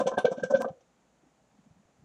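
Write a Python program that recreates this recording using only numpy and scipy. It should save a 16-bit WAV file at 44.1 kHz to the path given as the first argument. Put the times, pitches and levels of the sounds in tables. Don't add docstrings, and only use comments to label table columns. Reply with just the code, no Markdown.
import sys
import numpy as np
from scipy import signal
from scipy.fft import rfft, irfft, next_fast_len
from scipy.io import wavfile
from scipy.ndimage import map_coordinates

SR = 44100
rng = np.random.default_rng(int(sys.argv[2]) if len(sys.argv) > 2 else 0)


def log_audio(samples):
    frames = np.atleast_2d(samples).T
    limited = np.clip(frames, -1, 1)
    pcm = np.round(limited * 32767).astype(np.int16)
    wavfile.write(sys.argv[1], SR, pcm)


N = 90140

# peak time in seconds, nominal rise
# in seconds, splash level in dB, # vase level in dB, vase pitch in Hz, spray level in dB, fizz level in dB,
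# fizz cutoff in Hz.
BURSTS = [(.008, 0.018, -28.5, -39, 1564, -49.5, -49, 9000),
          (.076, 0.016, -29.5, -42.5, 1535, -41.5, -43.5, 8500),
          (0.117, 0.0026, -32, -67, 1550, -70, -65.5, 7500),
          (.141, 0.02, -41.5, -47, 1548, -64, -67.5, 7000),
          (.180, 0.0099, -25.5, -37.5, 1600, -47, -59, 7000),
          (.187, 0.011, -33.5, -30.5, 1550, -40.5, -48, 11500),
          (.207, 0.0037, -43.5, -45, 1560, -64, -60.5, 10500),
          (.254, 0.0078, -30, -50, 1540, -41, -51, 7300), (.268, .009, -44, -34, 1545, -54.5, -66.5, 7200),
          (.326, 0.028, -38, -53.5, 1555, -58, -56, 8500),
          (.384, 0.024, -53, -56.5, 1555, -61.5, -66, 7500),
          (.399, 0.0069, -45, -51, 1550, -63, -62.5, 7500),
          (0.441, 0.014, -45.5, -31.5, 1575, -49.5, -50.5, 8350),
          (.459, 0.0066, -53, -45.5, 1570, -64, -63, 7300), (.512, 0.019, -33.5, -48, 1504, -59, -52, 7800),
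          (0.556, 0.024, -37.5, -33.5, 1537, -49, -57, 6300),
          (0.566, 0.0062, -53, -37.5, 1513, -63.5, -52, 7200),
          (.615, 0.022, -33, -39, 1580, -58, -52, 9000), (.646, 0.0036, -32.5, -42, 1550, -62.5, -84, 7000),
          (.684, 0.0073, -45.5, -72, 1550, -66.5, -71, 7000),
          (.806, 0.00315, -72, -79, 1550, -79, -71, 7000)]


def amp(db):
    return 10 ** (np.asarray(db) / 20)


def unit(x):
    return x / np.sqrt(np.mean(x ** 2) + 1e-20)


def clock():
    return np.arange(N) / SR


def filtered(x, response):
    size = next_fast_len(N + SR // 2)
    return irfft(rfft(x, size) * response(np.fft.rfftfreq(size, 1 / SR)), size)[:N]


def coloured(x, points):
    points_hz, db = np.transpose(points)
    return unit(filtered(x, lambda hz: amp(np.interp(np.log(hz + 1), np.log(points_hz + 1), db))))


def resonated(x, modes):
    def response(hz):
        return sum((-1) ** k * amp(db) * 1j * hz * width_hz / (mode_hz**2 - hz**2 + 1j * hz * width_hz)
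                   for k, (mode_hz, width_hz, db) in enumerate(modes))
    return unit(filtered(x, response))


def wobble(knots_per_s):
    return map_coordinates(rng.standard_normal(8192), [clock() * knots_per_s], mode="wrap")


def swell(peak_s, rise_s, t60_s):
    t = clock() - peak_s
    attack = np.sin(np.pi / 2 * np.clip(1 + t / (rise_s + 1e-5), 0, 1)) ** 2
    return attack * amp(-60 * np.maximum(t, 0) / t60_s)


def damped_tones(rows, t60_s, waver_rad, climb_per_s=0):
    out = np.zeros(N)
    for peak_s, hz, db, rise_s in rows:
        glide_hz = hz * (1 + climb_per_s * np.clip(clock() - peak_s, -t60_s, t60_s))
        cycles = np.cumsum(glide_hz) / SR + rng.random()
        tone = np.sin(2 * np.pi * cycles + waver_rad * wobble(170))
        out += amp(db) * swell(peak_s, 1.3 * rise_s, t60_s) * tone
    return out


def droplets(per_s=3500):
    return (rng.random(N) < per_s / SR) * rng.standard_normal(N)


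def hush():
    # frequency in Hz, relative spectral density in dB.
    spectrum = [(20, -42), (38, -24.5), (58, -1.5), (88, -20), (120, -5.5), (240, -3), (350, -10.5),
                (560, -8.5), (780, -8), (1000, -13.5), (2000, -20), (3200, -24.5), (5200, -28.5),
                (6900, -21), (8200, -31), (10000, -36.5), (15500, -51.5)]
    return amp(-68.5) * coloured(rng.standard_normal(N), spectrum)


def gulps():
    # peak time in seconds, pitch in Hz, level in dB, nominal rise in seconds.
    pockets = [(.006, 551, -21.5, 0.0047), (.021, 535, -19.5, 0.016), (.019, 1040, -32, .008),
               (.062, 522.5, -23, .004), (.075, 522.4, -17, .009), (.089, 1011, -32, .006),
               (.093, 527, -29, 0.012), (.126, 530, -23, 0.0028), (.145, 1021, -34.5, .009),
               (.181, 551.5, -21.5, 0.0097), (.206, 1025, -34.5, .005), (.250, 497.2, -10.5, .005),
               (.254, 590.5, -15.5, .004), (.253, 720, -25, 0.0045), (.288, 461, -23, 0.012),
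               (.308, 501, -29.5, 0.01), (.318, 514.7, -20.5, 0.0023), (.329, 709.7, -33, .008),
               (.385, 557.5, -29.5, 0.0049), (.438, 511, -18.5, 0.0041), (.440, 1320, -41.5, 0.0062),
               (.512, 565.4, -22, 0.013), (.525, 539, -19, 0.0019), (.541, 549.2, -17.5, .005),
               (.550, 541.9, -12.5, 0.013), (.576, 550, -31.5, 0.0056), (.593, 545, -27, 0.01),
               (.611, 525, -21.5, .009), (.631, 1014, -32.5, .006), (.647, 720, -26.5, 0.0017),
               (.648, 1175, -35.5, 0.0034), (.665, 521.6, -24, 0.0062), (.681, 520.5, -29.5, 0.0072),
               (.693, 760, -40, .008)]
    return damped_tones(pockets, t60_s=0.04, waver_rad=0.12, climb_per_s=1.1)


def heaves(highpass_hz=58.4):
    # peak time in seconds, pitch in Hz, level in dB, nominal rise in seconds.
    lifts = [(.008, 229, -27, .008), (.031, 192, -38, .006), (.061, 188, -30, 0.0056),
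             (.076, 224.3, -36, .005), (.143, 235.4, -38, .008), (.177, 208.4, -25, 0.0038),
             (.190, 235, -31, .006), (.253, 230, -30.5, 0.0068), (.256, 150, -38.5, 0.019),
             (.320, 200, -33, .007), (.384, 241, -34.5, .012), (.431, 192.8, -31, .009),
             (.452, 188.2, -34, 0.032), (.515, 237, -31, .012), (.551, 226, -26.5, .007),
             (.581, 237.5, -34.5, .009), (.600, 234.4, -31, .008), (.629, 230, -35, .012),
             (.656, 225.8, -33, .010), (.710, 154.3, -38, 0.011)]
    motion = damped_tones(lifts, t60_s=0.055, waver_rad=0.5)
    return filtered(motion, lambda hz: (1j * hz / (highpass_hz + 1j * hz)) ** 2)


def splash():
    # resonance in Hz, width in Hz, relative gain in dB.
    modes = [(538, 510, -8.5), (740, 60, 3.5), (779.6, 45, -3.5), (915, 140, -6.5), (1038.7, 49, -6),
             (1192, 18, -6.5), (1318, 23, -7), (1377, 40, -13.5), (1737, 38, -13)]
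    hollow = resonated(droplets(), modes)
    return coloured(hollow, [(60, -5.5), (300, -2), (1680, -9.5), (1880, -26), (4000, -43)])


def spray():
    # frequency in Hz, relative level in dB.
    spectrum = [(1500, -28), (2130, -9.5), (2290, 0.5), (2550, -8), (3000, -0.5), (3450, -1.5), (3650, 0.5),
                (3900, -12.5), (4150, -5), (4800, -16.5), (5400, -24.5), (8000, -48)]
    return coloured(droplets(), spectrum)


def fizz():
    # frequency in Hz, relative level in dB.
    spectrum = [(3500, -34), (4800, -8), (5900, 0.5), (6500, -3), (7000, -9), (7500, -1), (8200, -8),
                (9600, 0.5), (10400, -14.5), (15000, -46)]
    # resonance in Hz, width in Hz, relative gain in dB.
    modes = [(5540, 60, -5.5), (5990, 47, -2), (6530, 74, -3.5), (6900, 51, -5), (8190, 50, -4.5),
             (8250, 70, -9)]
    patter = coloured(droplets(), spectrum)
    ring = coloured(resonated(droplets(), modes), spectrum)
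    return unit(patter + amp(-4.5) * ring)


def bursts(vase_flutter_db=3.5, vase_waver_rad=0.53):
    textures = [splash(), spray(), fizz(), amp(vase_flutter_db * wobble(110)), vase_waver_rad * wobble(130)]
    out = np.zeros(N)
    for peak_s, rise_s, splash_db, vase_db, vase_hz, spray_db, fizz_db, cutoff_hz in BURSTS:
        hollow, patter, glassy, flutter, waver = np.roll(textures, rng.integers(N), axis=1)
        glassy = unit(filtered(glassy, lambda hz: 1 / (1 + (hz / cutoff_hz) ** 18)))
        ring = unit(flutter * np.sin(2 * np.pi * (vase_hz * clock() + rng.random()) + waver))
        out += amp(splash_db) * swell(peak_s, 0.77 * rise_s, t60_s=0.1) * hollow
        out += amp(vase_db) * swell(peak_s, 1.4 * rise_s, t60_s=0.06) * ring
        out += amp(spray_db) * swell(peak_s + 0.001, rise_s, t60_s=0.088) * patter
        out += amp(fizz_db) * swell(peak_s + 0.002, rise_s, t60_s=0.073) * glassy
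    return out


def room(x, low_wet_db=-29.5, high_wet_db=-11):
    low = coloured(rng.standard_normal(N), [(150, -3.5), (500, 2), (900, -6), (1400, -20), (4000, -52)])
    low *= swell(0.0031, 0.005, t60_s=0.28)
    high = coloured(rng.standard_normal(N), [(500, -29), (1100, -2), (2000, -3), (9000, -2)])
    high *= swell(0.006, 0.015, t60_s=0.15)
    tail = amp(low_wet_db) * low / np.linalg.norm(low) + amp(high_wet_db) * high / np.linalg.norm(high)
    return signal.fftconvolve(x, tail)[:N]


def ticks(lowpass_hz=2560):
    # time in seconds, level before the low-pass in dB.
    impulses = [(.2532, -19.5), (0.6206, -10.5)]
    x = np.zeros(N)
    for time_s, db in impulses:
        x[round(time_s * SR)] = amp(db)
    return filtered(x, lambda hz: 1 / (1 + 1j * hz / lowpass_hz))


def bumps():
    # peak time in seconds, pitch in Hz, level in dB, nominal rise in seconds.
    thuds = [(1.238, 245, -58.5, 0.012), (1.272, 271.1, -58.5, .01), (1.55, 218.8, -63, .03),
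             (1.594, 190, -54.5, 0.015), (1.673, 195, -53.5, .016), (1.714, 157, -51.5, .008),
             (1.774, 170.2, -56.5, 0.016), (1.802, 201.4, -55.5, 0.017), (1.858, 140, -62, 0.0096),
             (1.998, 140.8, -56.5, 0.0081), (2.036, 174.8, -55, 0.018)]
    return damped_tones(thuds, t60_s=0.079, waver_rad=0.95)


def scene():
    water = gulps() + heaves() + bursts()
    return (water + room(water) + ticks() + bumps() + hush())[None]


def record(dry):
    stop_hz, slope_width_hz = 16130, 700
    return filtered(dry[0], lambda hz: np.clip((stop_hz - hz) / slope_width_hz, 0, 1))[None]


dry = scene()
out = record(dry)
log_audio(out)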